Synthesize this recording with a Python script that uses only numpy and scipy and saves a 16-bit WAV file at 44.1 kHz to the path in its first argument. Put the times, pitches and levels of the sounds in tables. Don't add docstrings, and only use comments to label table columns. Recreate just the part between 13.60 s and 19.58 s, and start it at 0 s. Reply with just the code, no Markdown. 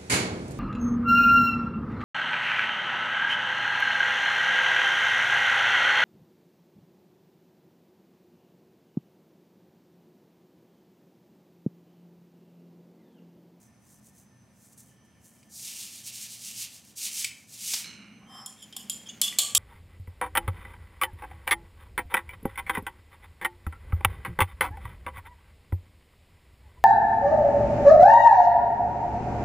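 import sys
import numpy as np
from scipy import signal
from scipy.fft import rfft, irfft
from scipy.io import wavfile
from scipy.ndimage import uniform_filter1d

SR = 44100
rng = np.random.default_rng(int(sys.argv[2]) if len(sys.argv) > 2 else 0)


def file_out(sig):
    cols = np.atleast_2d(sig).T
    lim = np.clip(cols, -1, 1)
    pcm = np.round(lim * 32767).astype(np.int16)
    wavfile.write(sys.argv[1], SR, pcm)


N = 263718
T = np.arange(N) / SR


# (frequency [Hz], relative level [dB])
CRACK_SPECTRUM = [(100, -54), (330, -41), (600, -19), (1500, -27), (2200, -12.5), (2800, -2), (3300, 1),
                  (4500, 0), (6000, -1), (7000, 2.5), (8200, 5), (8800, -5.5), (10300, -1), (13000, -3),
                  (16000, -10.5)]
# (frequency [Hz], width [Hz], relative level [dB])
TINE_RESONANCES = [(3214, 81, 2.5), (3454, 100, -4), (5215, 240, -8), (6070, 170, -32), (7170, 95, 1.5),
                   (7940, 65, -9), (9760, 470, -9.5), (11820, 180, -14.5), (13000, 300, -20)]
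# (frequency [Hz], width [Hz], relative level [dB])
CAVITY_RESONANCES = [(767, 92, -1), (1060, 55, 4), (1247, 110, -2.5), (1750, 600, -13.5)]
# (frequency [Hz], relative level [dB], T60 [s])
BOWL_MODES = [(520, -20, .2), (740, -22, .25), (1150, -15, .3), (1168, -12, .36), (2980, -5, .28),
              (3236, 0, .22), (3285, -1, .3), (3417, -1, .26), (3471, -4, .22), (4312, -7, .27),
              (5382, -7, .25), (5594, -11, .24), (6072, -7, .16), (6518, -1, .22), (6972, 0, .2),
              (7103, 0, .26), (7223, -2, .22), (7568, -3, .22), (8100, 3, .24), (8160, -1, .2),
              (8225, -1, .22), (9195, -6, .18), (9978, -6, .18), (10208, 0, .17), (11840, -9, .17),
              (12490, -7, .12)]
# (time [s], level [dB], contact time [s], tines re crack [dB], bowl re crack [dB],
# cavity re crack [dB], treble slope [dB/octave])
FORK_BLOWS = [(4.86, -43, 0.0031, 9.5, -4, -25, 2), (5.1252, -53.5, 0.0049, 11.5, -13, -16, -11),
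              (5.1644, -38, 0.0032, 5.5, -19, -11, -0.5), (5.297, -31.5, 0.0037, 7.5, -13, -39, -0.5),
              (5.6148, -20, 0.0033, 1.5, -8.5, -31.5, -1), (5.786, -14.5, 0.0076, -7.5, -4.5, -30.5, -1.5),
              (5.949, -13.5, 0.0044, -13, -4.5, -26.5, -0.5)]

def fork_blows():
    fork, bowl, t = np.zeros(N), np.zeros(N), T[:SR // 2]
    for time, db, contact_s, tine_db, bowl_db, cavity_db, slope in FORK_BLOWS:
        crack = impact(t, contact_s, lambda hz: amp(read(CRACK_SPECTRUM, hz)) * tilt(hz, slope))
        tines = impact(t, contact_s, lambda hz: resonances(TINE_RESONANCES, hz) * tilt(hz, slope + 2))
        cavity = impact(t, contact_s, lambda hz: resonances(CAVITY_RESONANCES, hz))
        add(fork, time, amp(db) * (crack + amp(tine_db) * tines + amp(cavity_db) * cavity))
        add(bowl, time, amp(db + bowl_db) * ring(BOWL_MODES, t))
    return fork, bowl


# (peak time [s], rise [s], fall [s], level [dB], frequency ratio [1], treble slope [dB/octave])
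TINE_SCRAPES = [(4.78, 0.12, 0.1, -57.5, 1.06, 4.5), (5.001, 0.034, 0.066, -54.5, 1.04, -3),
                (5.027, 0.0088, 0.028, -44, 0.98, 1), (5.11, 0.029, 0.014, -66, 1.4, 8),
                (5.21, .02, 0.014, -48, 0.93, 1), (5.467, .012, 0.069, -47, 1, -7),
                (5.498, .012, 0.027, -46, 0.9, -4.5), (5.64, 0.019, 0.025, -30.5, 0.84, 6),
                (5.68, .025, 0.011, -35, 0.89, -2), (5.975, 0.021, 0.036, -19.5, 1.07, 6)]
# (peak time [s], duration [s], level [dB])
CAVITY_RUBS = [(4.632, 0.07, -60.5), (4.785, 0.3, -49.5)]

def scrapes():
    out = np.zeros(N)
    for time, rise, fall, db, ratio, slope in TINE_SCRAPES:
        pressure = swell(rise, fall)
        slips = grains(len(pressure), per_s=6000, spread_db=0.79)
        tines = colour(slips, lambda hz: resonances(TINE_RESONANCES, hz / ratio) * tilt(hz, slope))
        add(out, time - rise, amp(db) * unit(tines) * pressure)
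    cavity = resonate(rng.standard_normal(N), CAVITY_RESONANCES)
    return out + cavity * surges(CAVITY_RUBS, rise_share=0.51, sharpness=1.03)


# (peak time [s], rise [s], fall [s], level [dB], start pitch [Hz], end pitch [Hz])
TINE_SQUEALS = [(4.781, 0.13, 0.068, -51.5, 3134, 3168), (4.819, 0.14, 0.072, -49.5, 5130, 5280),
                (5.497, 0.013, 0.013, -41.5, 3220, 3540), (5.492, 0.0052, 0.015, -38, 5820, 7830),
                (5.642, 0.02, .037, -27.5, 3415, 3403), (5.686, 0.0095, 0.0079, -25.5, 3460, 3386)]

def squeals(waver=0.018):
    out = np.zeros(N)
    for time, rise, fall, db, start_hz, end_hz in TINE_SQUEALS:
        envelope = swell(rise, fall)
        wobble = unit(uniform_filter1d(rng.standard_normal(len(envelope)), size=60))
        hz = np.linspace(start_hz, end_hz, len(envelope)) * (1 + waver * wobble)
        tone = unit(np.sin(2 * np.pi * np.cumsum(hz) / SR))
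        add(out, time - rise, amp(db) * tone * envelope)
    return out


# (frequency [Hz], relative level [dB])
SQUELCH_SPECTRUM = [(200, -4), (500, 0), (1200, -5), (1700, -2), (2350, 1), (4200, -7.5), (6500, -8),
                    (9000, -12), (15000, -16)]
# (frequency [Hz], relative level [dB], T60 [s])
BUBBLE_MODES = [(1980, -13, 0.22), (1990, -3, 0.038), (2370, 5, 0.013)]

def egg(start_s=4.89, start_db=-65, growth_db_per_s=10, plop_s=5.726, plop_db=-40):
    stirring = amp(start_db + growth_db_per_s * (T - start_s)) * (T > start_s)
    out = unit(shape(grains(N, per_s=9000, spread_db=3.1), SQUELCH_SPECTRUM)) * stirring
    add(out, plop_s, amp(plop_db) * ring(BUBBLE_MODES, T[:SR // 4]))
    return out


# (frequency [Hz], relative level [dB])
SALT_SPECTRUM = [(800, -26.5), (1500, -20), (1900, -14), (2300, -6), (2750, -3.5), (3400, -3.5),
                 (4500, -1.5), (6500, 1), (8500, -0.5), (12300, -6), (15000, -11.5), (16000, -15)]
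# (peak time [s], duration [s], relative level [dB])
SALT_FLOW = [(1.97, 0.15, -42.5), (2.07, 0.26, -36.5), (2.21, 0.28, -37), (2.36, 0.29, -42.5),
             (2.48, 0.09, -35.5), (2.56, 0.13, -39), (2.63, 0.15, -37), (2.735, 0.16, -40.5),
             (2.88, 0.23, -37.5), (3.015, 0.16, -32.5), (3.15, 0.2, -47), (3.29, 0.17, -54),
             (3.385, 0.057, -35.5), (3.452, 0.14, -29), (3.6, 0.23, -30), (3.79, 0.25, -56),
             (3.945, 0.15, -43.5), (4.125, 0.31, -29)]

def salt(split_hz=4000, heap_lag_s=0.021, heap_start_s=1.916, loosen_s=0.17):
    flow = surges(SALT_FLOW, rise_share=0.56, sharpness=1.077)
    pole = np.exp(-1 / (heap_lag_s * SR))
    loosened = np.clip((T - heap_start_s) / loosen_s, 0, 1)
    heap_flow = signal.lfilter([1 - pole], [1, -pole], flow) * loosened
    hiss = shape(grains(N, per_s=14000, spread_db=0.35), SALT_SPECTRUM)
    low = signal.sosfiltfilt(signal.butter(4, split_hz, fs=SR, output="sos"), hiss)
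    return amp(-2) * unit(hiss - low) * flow + amp(-12) * unit(low) * heap_flow


# (frequency [Hz], relative level [dB])
THUD_SPECTRUM = [(200, -8), (600, -10), (1200, -6), (2200, -3.5), (5000, 8.5), (8000, -3), (15000, -8)]
# (frequency [Hz], relative level [dB], T60 [s])
SALT_BOX_MODES = [(2170, -5, .035), (2270, -3, .04), (2370, -2, .045), (2480, -3, .03), (2650, -3, .025),
                  (3050, -6, .03), (4950, -3, .03), (6900, -4, .02), (8000, -1, .035), (8700, -4, .02),
                  (10400, -5, .02)]
# (time [s], level [dB], contact time [s], ring gain [dB], thud gain [dB], thud cutoff [Hz])
BOX_KNOCKS = [(1.829, -56.5, .006, -3, -8, 1510), (3.249, -47, 0.0019, -16, -7, 6000),
              (3.6447, -21, 0.0036, -3.5, -7, 1400), (4.134, -25.5, 0.0074, -21, 3, 300)]

def box_knocks():
    out, t = np.zeros(N), T[:SR // 4]
    for time, db, contact_s, ring_db, thud_db, cutoff_hz in BOX_KNOCKS:
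        def thud_gain(hz):
            return amp(read(THUD_SPECTRUM, hz)) * (hz ** 2 / (hz ** 2 + cutoff_hz ** 2)) ** 2
        thud = impact(t, contact_s, thud_gain, rise_s=contact_s / 2)
        add(out, time, amp(db) * (amp(thud_db) * thud + amp(ring_db) * ring(SALT_BOX_MODES, t)))
    return out


# (frequency [Hz], width [Hz], relative level [dB])
DRAG_RESONANCES = [(1380, 500, -11.5), (2320, 310, -2.5), (2890, 190, 0), (3910, 79, -4), (4190, 170, -1),
                   (5350, 390, -11), (6180, 180, -4.5), (7450, 160, -12), (8530, 100, -13),
                   (9600, 250, -19.5)]

def fork_drag(start_s=4.243, end_s=4.68, fade_db_per_s=34.5, split_hz=3100, treble_decay_s=0.12):
    age = np.maximum(T - start_s, 0)
    tick_db = 3 * np.exp(-age / 0.004)
    envelope = amp(-46 - fade_db_per_s * age + tick_db) * (T > start_s) * (T < end_s)
    rasp = resonate(grains(N, per_s=6000, spread_db=1.3), DRAG_RESONANCES)
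    low = signal.sosfiltfilt(signal.butter(3, split_hz, fs=SR, output="sos"), rasp)
    treble = 2.03 * (rasp - low) * np.exp(-age / treble_decay_s)
    return (low + treble) * envelope


# (frequency [Hz], relative level [dB])
PEPPER_SPECTRUM = [(1500, -31), (3800, -13.5), (5000, -11.5), (6200, -2), (8200, -0.5), (10000, -3),
                   (13000, -7.5), (16000, -11)]
# (frequency [Hz], width [Hz], relative level [dB])
CAP_RESONANCES = [(1760, 13, 5.5), (2290, 140, -11), (3000, 140, -9), (3200, 47, -6)]
# (peak time [s], duration [s], relative level [dB])
SHAKES = [(.03, 0.22, -61), (.325, 0.3, -57), (.47, 0.14, -55), (.59, .2, -57), (1.055, 0.33, -57.5),
          (1.13, 0.08, -54.5), (1.182, 0.036, -48.5), (1.203, 0.098, -49.5), (1.235, .06, -58),
          (1.285, 0.25, -61), (1.455, .05, -68), (1.665, .15, -55), (1.755, 0.5, -61.5)]

def pepper():
    hiss = unit(shape(grains(N, per_s=5000, spread_db=2.2), PEPPER_SPECTRUM))
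    faint_ring = resonate(grains(N, per_s=5000, spread_db=1.0), CAP_RESONANCES)
    shaking = surges(SHAKES, rise_share=0.52, sharpness=1.8)
    lingering = held(start=1.25, attack=0, hold=1.46, release=0.5, db=-74)
    return amp(-2) * hiss * shaking + faint_ring * lingering


# (start [s], attack [s], hold [s], release [s], level [dB])
DRONE_SPANS = [(4.216, 0.039, 0.37, 0.46, -54.5), (4.994, .25, 0.3, 0.75, -54.5)]

def drone(centre_hz=210.2, width_hz=31):
    band = resonate(rng.standard_normal(N), [(centre_hz, width_hz, 0)], steep=1.05)
    return band * sum(held(*span) for span in DRONE_SPANS)


# (frequency [Hz], relative level [dB])
AMBIENT_SPECTRUM = [(25, -35), (50, -35), (70, -3.5), (105, -6.5), (212, 0), (384, -15.5), (720, -16),
                    (1480, -23.5), (2200, -24), (3720, -32), (5570, -30.5), (6600, -35), (9320, -29.5),
                    (15000, -44)]
# (frequency [Hz], width [Hz], level [dB])
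APPLIANCE_BANDS = [(119, 4, -68), (209.7, 17.3, -70), (1785, 19, -80.5), (5250, 52, -84.5),
                   (6130, 14, -77.5), (6030, 120, -86), (5990, 31, -78.5)]

def ambience(wash_db=-61.5):
    wash = unit(shape(rng.standard_normal(N), AMBIENT_SPECTRUM))
    hum = sum(amp(db) * resonate(rng.standard_normal(N), [(hz, width, 0)], steep=1.66)
              for hz, width, db in APPLIANCE_BANDS)
    return amp(wash_db) * wash + hum


# (frequency [Hz], T60 [s])
KITCHEN_T60 = [(300, 0.43), (1500, 0.66), (3500, 0.37), (8000, 0.36), (15000, 0.27)]

def reverberation(x, gap_s=0.00096):
    hz, t, spectra = signal.stft(grains(SR // 2, per_s=7000, spread_db=0.79), SR, nperseg=256)
    decay = amp(-60 * t / read(KITCHEN_T60, hz)[:, None])
    tail = signal.istft(spectra * decay, SR, nperseg=256)[1]
    tail *= np.clip(T[:len(tail)] / gap_s - 1, 0, 1)
    return signal.oaconvolve(x, tail / np.linalg.norm(tail))[:N]


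def grains(count, per_s, spread_db):
    size = amp(spread_db * np.minimum(rng.exponential(1, count), 4))
    return size * rng.standard_normal(count) * (rng.random(count) < per_s / SR)


def impact(t, decay_s, gain, rise_s=0.00057):
    chatter = grains(len(t), per_s=25000, spread_db=0.52)
    force = chatter * np.exp(-t / decay_s) * (1 - np.exp(-t / rise_s))
    return unit_hit(colour(force, gain))


def ring(modes, t, rise_s=0.00029):
    decay = sum(amp(db - 60 * t / t60) * np.sin(2 * np.pi * (hz * t + rng.random()))
                for hz, db, t60 in modes)
    return unit_hit(decay * (1 - np.exp(-(t / rise_s) ** 2)))


def swell(rise, fall):
    return np.interp(np.arange(0, rise + fall, 1 / SR), [0, rise, rise + fall], [0, 1, 0])


def surges(pushes, rise_share, sharpness):
    power = np.zeros(N)
    for peak, duration, db in pushes:
        corners = [peak - rise_share * duration, peak, peak + (1 - rise_share) * duration]
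        power += (amp(db) * np.interp(T, corners, [0, 1, 0]) ** sharpness) ** 2
    return np.sqrt(power)


def held(start, attack, hold, release, db):
    return amp(db) * np.interp(T, start + np.cumsum([0, attack, hold, release]), [0, 1, 1, 0])


def colour(x, gain, size=8192):
    magnitude = np.maximum(gain(np.fft.rfftfreq(size, 1 / SR)), 1e-5)
    cepstrum = irfft(np.log(magnitude))
    cepstrum[1:size // 2] *= 2
    cepstrum[size // 2 + 1:] = 0
    response = irfft(np.exp(rfft(cepstrum)))[:size // 2]
    return signal.oaconvolve(x, response)[:len(x)]


def shape(x, spectrum):
    return colour(x, lambda hz: amp(read(spectrum, hz)))


def resonate(x, peaks, steep=1.34):
    return unit(colour(x, lambda hz: resonances(peaks, hz, steep)))


def resonances(peaks, hz, steep=1.34):
    return np.sqrt(sum(amp(db) ** 2 / (1 + (2 * (hz - centre) / width) ** 2) ** steep
                       for centre, width, db in peaks))


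def tilt(hz, db_per_octave, pivot_hz=6000):
    return amp(db_per_octave * np.log2(np.maximum(hz, 2000) / pivot_hz))


def read(points, hz):
    frequencies, values = np.transpose(points)
    return np.interp(np.log(hz + 1), np.log(frequencies + 1), values)


def amp(db):
    return 10 ** (np.asarray(db) / 20)


def unit(x):
    return x / np.sqrt(np.mean(x ** 2) + 1e-30)


def unit_hit(x):
    return x * np.sqrt(0.005 * SR / (np.sum(x ** 2) + 1e-30))


def add(mix, start_s, sound):
    part = mix[max(round(start_s * SR), 0):][:len(sound)]
    part += sound[:len(part)]


# (frequency [Hz], side re mid [dB])
REVERB_SPREAD = [(200, -9), (1200, -7), (2600, -25.5), (7000, -13.5), (10000, -34.5), (15000, -35)]
# (frequency [Hz], side re mid [dB])
AMBIENT_SPREAD = [(60, -18), (140, -17), (260, -10.5), (600, -8), (3000, -8.5), (6000, -9), (10000, -25)]

def scene():
    fork, bowl = fork_blows()
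    seasoning, drag, box = pepper() + salt(), fork_drag(), box_knocks()
    stirring = scrapes() + squeals() + egg()
    direct = seasoning + drag + box + fork + stirring + bowl
    to_room = (amp(-11.5) * (seasoning + drag) + amp(-8) * box + amp(-4.5) * fork
               + amp(-8.5) * stirring + amp(-2.5) * bowl)
    mid = direct + drone() + reverberation(to_room) + ambience()
    side = shape(reverberation(to_room), REVERB_SPREAD) + shape(ambience(), AMBIENT_SPREAD)
    side += amp(-17) * reverberation(drag) - amp(-14) * drag
    return np.array([mid + side, mid - side]) * amp([[-0.2], [0.2]])


def record(dry, low_cut_hz=52, high_cut_hz=15900):
    thinned = signal.sosfilt(signal.butter(3, low_cut_hz, "highpass", fs=SR, output="sos"), dry)
    lowpass = signal.firwin(511, high_cut_hz, window=("kaiser", 9), fs=SR)
    return signal.oaconvolve(thinned, lowpass[None], "same")


dry = scene()
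out = record(dry)
file_out(out)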